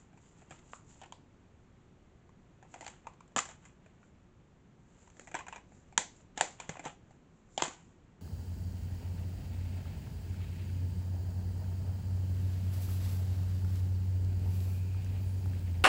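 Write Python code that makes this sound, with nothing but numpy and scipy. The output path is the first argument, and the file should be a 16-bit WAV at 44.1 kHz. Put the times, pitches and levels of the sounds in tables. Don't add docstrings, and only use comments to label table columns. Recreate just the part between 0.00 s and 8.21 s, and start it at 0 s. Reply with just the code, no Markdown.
import sys
import numpy as np
from scipy import signal
from scipy.fft import rfft, irfft, next_fast_len
from scipy.io import wavfile
from scipy.ndimage import uniform_filter1d

SR = 44100
rng = np.random.default_rng(int(sys.argv[2]) if len(sys.argv) > 2 else 0)


def digitize_waveform(pressure):
    field = np.atleast_2d(pressure).T
    bounded = np.clip(field, -1, 1)
    quanta = np.round(bounded * 32767).astype(np.int16)
    wavfile.write(sys.argv[1], SR, quanta)


def rack_gain(trim_db):
    fader = np.asarray(trim_db, float)
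    return 10 ** (fader / 20)


N = 362061


def evened(x):
    return x / np.sqrt(np.mean(x ** 2) + 1e-20)


def read(points, hz):
    f, value = np.transpose(points)
    return np.interp(np.log(hz + 1), np.log(f + 1), value)


def add(mix, s, sound):
    part = mix[round(s * SR):][:len(sound)]
    part += sound[:len(part)]


def coloured(x, points):
    size = next_fast_len(N)
    gain = rack_gain(read(points, np.fft.rfftfreq(size, 1 / SR)))
    return evened(irfft(rfft(x, size) * gain, size)[:N])


def room_tone():
    # frequency in Hz, relative level in dB per Hz.
    air = [(9, -41), (15, -8.5), (60, -3.5), (117, -3), (170, -4.5), (320, -11.5), (600, -19.5),
           (1200, -24.5), (2500, -31), (4000, -38), (5100, -43), (6300, -38.5), (7200, -37), (8300, -48.5)]
    # frequency in Hz, width in Hz, level in dB.
    hum = [(173, 37, -72.5), (365, 14, -77.5)]
    air_db, swell_db = -61, 0.5
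    t = np.arange(N) / SR
    swell = np.zeros(N)
    for f in np.geomspace(0.2, 5, 20):
        swell += np.sin(2 * np.pi * (f * t + rng.random())) / np.sqrt(f)
    out = rack_gain(air_db + swell_db * evened(swell)) * coloured(rng.standard_normal(N), air)
    for hz, width_hz, db in hum:
        r = np.exp(-np.pi * width_hz / SR)
        noise = rng.standard_normal(N) + 1j * rng.standard_normal(N)
        drift = signal.lfilter([1], [1, -r], noise)
        tone = (drift * np.exp(2j * np.pi * hz * t)).real
        out += rack_gain(db) * evened(tone)
    return out


def room(x):
    # frequency in Hz, time to fall by 60 dB in seconds.
    decay = [(200, 0.2), (800, 0.24), (2100, 0.24), (5500, 0.32), (8500, 0.18)]
    room_db, build_up_s = -10, 0.005
    taps = np.zeros(SR // 2)
    spots = np.arange(130, SR // 2 - 12, 12)
    taps[spots + rng.integers(0, 12, len(spots))] = rng.choice([-1.0, 1.0], len(spots))
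    taps *= 1 - np.exp(-np.arange(len(taps)) / SR / build_up_s)
    hz, t, z = signal.stft(taps, SR, nperseg=256)
    fading = z * rack_gain(-60 * t / read(decay, hz)[:, None])
    tail = signal.istft(fading, SR, nperseg=256)[1]
    return signal.fftconvolve(x, tail * rack_gain(room_db) / np.linalg.norm(tail))[:N]


def hands():
    # peak in seconds,
    # slide hiss in dB, shell creak in dB, rise in seconds, fall in seconds.
    strokes = [(.002, -68.5, -72, 0.054, 0.091), (.247, -70.5, -72, .13, 0.27),
               (.39, -70.5, -68.5, 0.11, 0.18), (.529, -67, -63, .09, 0.18), (.75, -62, -66.5, 0.15, .09),
               (.912, -63.5, -69.5, .08, 0.21), (1.036, -80, -54, 0.039, 0.032),
               (2.72, -67.5, -76, 0.049, .12), (2.867, -61.5, -56.5, 0.16, .14),
               (3.087, -76, -68.5, 0.12, 0.042), (3.375, -36.5, -35, 0.0063, .04),
               (3.506, -59, -56.5, 0.11, 0.067), (3.674, -70, -66, .15, .08), (3.873, -81, -73, 0.14, .17),
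               (4.047, -78, -78, 0.096, 0.1), (5.023, -70.5, -72, 0.26, .25),
               (5.214, -66, -79.5, 0.11, 0.22), (5.368, -59.5, -46, 0.036, 0.049),
               (5.551, -68, -56.5, 0.06, 0.068), (5.753, -72.5, -80, .13, 0.23),
               (6.194, -70, -73, 0.27, 0.076), (6.39, -53.5, -47, .025, 0.15),
               (6.44, -49.5, -54, 0.048, .12), (6.617, -59, -50.5, 0.045, 0.075),
               (6.711, -62, -56.5, .08, .13), (6.868, -53, -46, 0.044, 0.057), (7.121, -78, -75, .12, .13),
               (7.389, -81, -92, .2, .15), (7.56, -67, -85, 0.11, .05), (7.6, -52.5, -44.5, 0.015, 0.17),
               (7.645, -48, -45.5, 0.04, 0.13), (7.8, -72.5, -71.5, .15, 0.25)]
    # frequency in Hz, relative level in dB per Hz.
    slide_colour = [(1760, -48), (3000, -24.5), (3750, -9.5), (4320, -11), (5500, -11.5), (7290, 5.5),
                    (7740, -2.5), (8910, -18.5), (11600, -65.5), (19600, -120)]
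    # frequency in Hz, relative level in dB per
    # Hz.
    creak_colour = [(300, -28.5), (580, -8), (830, 0.5), (1050, -4), (1400, -5.5), (1800, -7.5),
                    (2400, -9.5), (2900, -7.5), (3400, -12.5), (5000, -34.5)]
    stroke_fade_db = 20
    grip_slide_db, grip_creak_db = -92.5, -86
    slips_per_s = 6000
    grain_swell = rack_gain(2.7 * evened(uniform_filter1d(rng.standard_normal(N), 150)))
    fine = rng.standard_normal(N) * grain_swell
    clumps = rack_gain(3.0 * evened(uniform_filter1d(rng.standard_normal(N), 260)))
    coarse = rng.standard_normal(N) * clumps * (rng.random(N) < slips_per_s / SR)

    t = np.arange(0, N / SR + 0.002, 0.002)
    s, slide_db, creak_db, rise_s, fall_s = np.transpose(strokes)[:, :, None]
    fade_db = stroke_fade_db * np.maximum((s - t) / rise_s, (t - s) / fall_s)
    slide_level = np.maximum((slide_db - fade_db).max(0), grip_slide_db)
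    creak_level = np.maximum((creak_db - fade_db).max(0), grip_creak_db)
    now = np.arange(N) / SR
    slide = rack_gain(np.interp(now, t, slide_level)) * coloured(fine, slide_colour)
    creak = rack_gain(np.interp(now, t, creak_level)) * coloured(coarse, creak_colour)
    return slide + creak


def thumps():
    # start in seconds, level in dB, pitch in Hz, time to fall by 60 dB in seconds.
    knocks = [(0.51, -38, 134, 0.026), (2.811, -45.5, 302, 0.039), (3.364, -29, 222, 0.048),
              (3.363, -36, 501, 0.046), (5.344, -36, 337, 0.039), (5.979, -39, 211, 0.066),
              (6.374, -37.5, 264, 0.041), (6.409, -40, 293, 0.056), (6.6, -48, 203, 0.071),
              (6.692, -26.5, 169, 0.031), (6.794, -42.5, 306, 0.046), (6.856, -30, 322, 0.023),
              (6.858, -44, 144, 0.074), (7.108, -46, 133, .054), (7.578, -39.5, 252, 0.051),
              (7.62, -25.5, 346, 0.038), (7.625, -35.5, 146, 0.043), (7.679, -32, 267, 0.023)]
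    out, t = np.zeros(N), np.arange(6000) / SR
    soft_start = (1 - np.exp(-t / 0.001)) ** 2
    for s, db, hz, t60 in knocks:
        add(out, s, rack_gain(db - 60 * t / t60) * soft_start * np.cos(2 * np.pi * hz * t))
    return out


def body(modes, chance, scale_hz, ring_share):
    detune, scatter_db = 0.017, 3.5
    rise_cycles = 0.93
    t = np.arange(1024) / SR
    f, db, t60 = np.transpose(modes)[:, :, None]
    f = f * scale_hz * (1 + detune * chance[:len(modes), :1])
    db = db + scatter_db * chance[:len(modes), 1:]
    rise = 1 - np.exp(-f * t / rise_cycles)
    fall = rack_gain(db - 60 * t / (t60 * ring_share))
    return (rise * fall * np.sin(2 * np.pi * f * t)).sum(0)


def clicks():
    # start in seconds, shell pitch under the grip in Hz,
    # strength in dB, hardness in dB, contact time in ms.
    contacts = [(0.1306, 750, -65, -16, 18), (.1744, 820, -65, -7.5, 14), (.419, 650, -61, -16, 11),
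                (.5082, 660, -52.5, -3, 10), (0.522, 1250, -58.5, -7, 5.3), (.5906, 633, -68, 1, 4.6),
                (0.7342, 1184, -45, -27, .78), (1.0154, 734, -52, -9, 7), (1.035, 770, -55.5, -9.5, 7.8),
                (1.0593, 790, -60, -8, 6.4), (1.1231, 896, -48.5, -6.5, 3.2), (2.292, 1030, -65, -14, 3.1),
                (2.6264, 775, -57, -11.5, 9), (2.65, 830, -62, -20, 8.5), (2.7408, 780, -48.5, -6, 8.3),
                (2.759, 680, -52.5, -19, 5), (2.809, 700, -50.5, -2, 12), (2.8254, 805, -51, -17, 11),
                (2.8452, 820, -59, -1, 4.7), (2.8648, 755, -47, -2.5, 3.5), (2.8785, 840, -49.5, 0.5, 4.8),
                (2.899, 810, -61, 11, 8.6), (3.0555, 824, -60, -30, 17), (3.0694, 940, -42.5, -17, 5.5),
                (3.1356, 880, -70.5, -2, 9.4), (3.2056, 1130, -55.5, -11.5, 5.5),
                (3.278, 870, -71.5, 15, 7.3), (3.3194, 670, -68, -11.5, 4.7),
                (3.3625, 1150, -31.5, -1.7, 9.1), (3.3714, 784, -40, -7, 3.4), (3.3816, 1205, -34, -5, 5.6),
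                (3.389, 1230, -32, 6.5, 4.2), (3.4016, 693, -42, 13, 6.1), (3.421, 1090, -57.5, 16.5, 11),
                (3.4544, 690, -50.5, 5, 11), (3.489, 726, -55, 3, 6.9), (3.653, 1176, -59.5, 6.5, 15),
                (3.861, 634, -62, -11, 6.6), (4.03, 1400, -65.5, -18, 9.3), (5.075, 940, -62.5, -9, 3.7),
                (5.101, 620, -67.5, 6, 2.1), (5.168, 620, -67, -2, 10), (5.1955, 594, -54.5, 1.5, 1.9),
                (5.2104, 726, -64, -8.5, 9), (5.273, 760, -54, -4, 11), (5.2865, 920, -65, 4.5, 4.9),
                (5.315, 657, -56, -4, 4.1), (5.3431, 670, -40.5, -8, 3.5), (5.3504, 935, -38, -6.5, 7.1),
                (5.3898, 900, -48.5, -5, 9.6), (5.4068, 1020, -48.5, -15, 9.9), (5.467, 960, -51, -10.5, 7),
                (5.483, 850, -49, -3, 8.1), (5.526, 945, -45.5, -11.5, 9.9), (5.56, 846, -50, -5.5, 10),
                (5.5793, 930, -57, -11.5, 6.6), (5.7202, 780, -63, -19, 7.1), (5.9252, 765, -58, -12, 19),
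                (5.9775, 907, -23.5, 6.5, 2), (6.3755, 737, -41.5, 0, 5.9), (6.3838, 800, -45.5, -15, 5.2),
                (6.4098, 784, -26, -2.5, 1.64), (6.415, 810, -40.5, 4.5, 8), (6.6006, 844, -46.5, 0, 7.1),
                (6.6929, 686, -42.5, -1, 7), (6.7554, 875, -51.5, -17, 5.1), (6.7687, 726, -49, -13.5, 4.8),
                (6.7942, 664, -46.5, -7, 12), (6.8412, 714, -52.5, -9.5, 4.7), (6.8523, 1005, -48, -1, 7.6),
                (6.8607, 766, -39, -20, 9.2), (7.1082, 744, -62, -15, 6.3), (7.5774, 780, -33, -6, 4.7),
                (7.6214, 907, -29.5, -2.5, 3.9), (7.6344, 726, -37, 10, 12), (7.6556, 700, -40.5, -6.5, 13),
                (7.6803, 615, -48, 6, 5.6)]
    # multiple of the shell pitch, relative level in dB,
    # time to fall by 60 dB in seconds.
    shell = [(1.033, 9, 0.014), (0.91, -7.5, 0.011), (0.68, -8.5, 0.008), (1.38, -12.5, 0.0055)]
    # frequency in Hz, relative level in dB,
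    # time to fall by 60 dB in seconds.
    panels, ribs, bright = [(1732, 6.5, 0.0064), (2050, 0.5, 0.0089), (2360, 1, 0.0084)], [(3110, 1.5, 0.0066), (3380, -2, 0.0057), (3730, -7.5, 0.0073),
                                            (4346, -3.5, 0.0058), (4860, -11, .006)], [(6420, 4, 0.0089), (6974, 13, 0.0078),
                                                          (7314, 10, 0.009), (8050, -5, .004),
                                                          (8450, -8, 0.0051)]
    # dB under the strength, dB lost per dB of softness, dB lost per dB of hardness.
    sharing = [(-0.5, 0, 1), (1, 0.45, 0.38), (2, 1.13, 0.44), (0.5, 1, 0)]
    damped_shares = (0.42, 0.31, 0.25, .4)
    # time in seconds, panel gain in dB.
    free_panels = [(.1, 3), (.75, 0), (1.0, -5), (1.13, -5.5), (2.6, 1), (3.3, -1), (3.39, 0.5), (3.7, 5),
                   (5.1, 0.5), (5.27, 4), (5.6, 4.5), (5.97, -0.7), (6.42, 0.2), (6.8, 2.5), (6.86, 0),
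                   (7.58, -6), (7.62, -1.5), (7.7, 0.5)]
    level_span = SR // 100
    bass_cut_hz = 140

    near, around = np.zeros(N), np.zeros(N)
    t_ms = np.arange(1536) / SR * 1000
    chance = rng.standard_normal((len(contacts), 4, 6, 2))
    chatter = rng.standard_normal((len(contacts), 1536))
    chatter *= rng.random(chatter.shape) < 0.16
    for (s, shell_hz, strength_db, hard_db, contact_ms), lucks, sizes in zip(contacts, chance, chatter):
        slips = sizes * np.exp(-(t_ms / np.clip(contact_ms, 0.3, 15)) ** 2)
        slips[0] = 1.7 * np.sqrt(contact_ms)
        under, per_soft, per_hard = np.transpose(sharing)
        levels_db = strength_db - under - per_soft * max(-hard_db, 0) - per_hard * max(hard_db, 0)
        levels_db = levels_db + np.interp(s, *np.transpose(free_panels)) * np.array([0, 1, -1, 0])
        parts = zip((shell, panels, ribs, bright), levels_db, (shell_hz, 1, 1, 1), damped_shares, lucks)
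        for modes, db, scale_hz, damped, luck in parts:
            sound = signal.fftconvolve(slips, body(modes, luck, scale_hz, 1))
            blurred = body(modes, 0 * luck, scale_hz, damped)
            energy = rack_gain(db) * np.sqrt(level_span)
            add(near, s, sound * energy / np.linalg.norm(sound))
            add(around, s, blurred * energy / np.linalg.norm(blurred))
    bass_cut = signal.butter(N=2, Wn=bass_cut_hz, btype="high", fs=SR, output="sos")
    return signal.sosfilt(bass_cut, [near, around])


def scene():
    near, around = clicks()
    soft = thumps() + hands()
    return (near + soft + room(around + soft) + room_tone())[None]


def low_pass(x):
    return signal.sosfilt(signal.butter(12, 9060, fs=SR, output="sos"), x)


def record(dry):
    edge_hz, edge_width_hz = 8460, 550
    size = next_fast_len(N)
    hz = np.fft.rfftfreq(size, 1 / SR)
    over = np.maximum(hz - edge_hz + edge_width_hz, 0) / edge_width_hz
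    loss_db = np.minimum(2.5 * over ** 2 + 0.55 * over ** 4, 100)
    narrow = irfft(rfft(dry, size) * rack_gain(-loss_db), size)[:, :N]
    return low_pass(narrow)


dry = scene()
out = record(dry)
digitize_waveform(out)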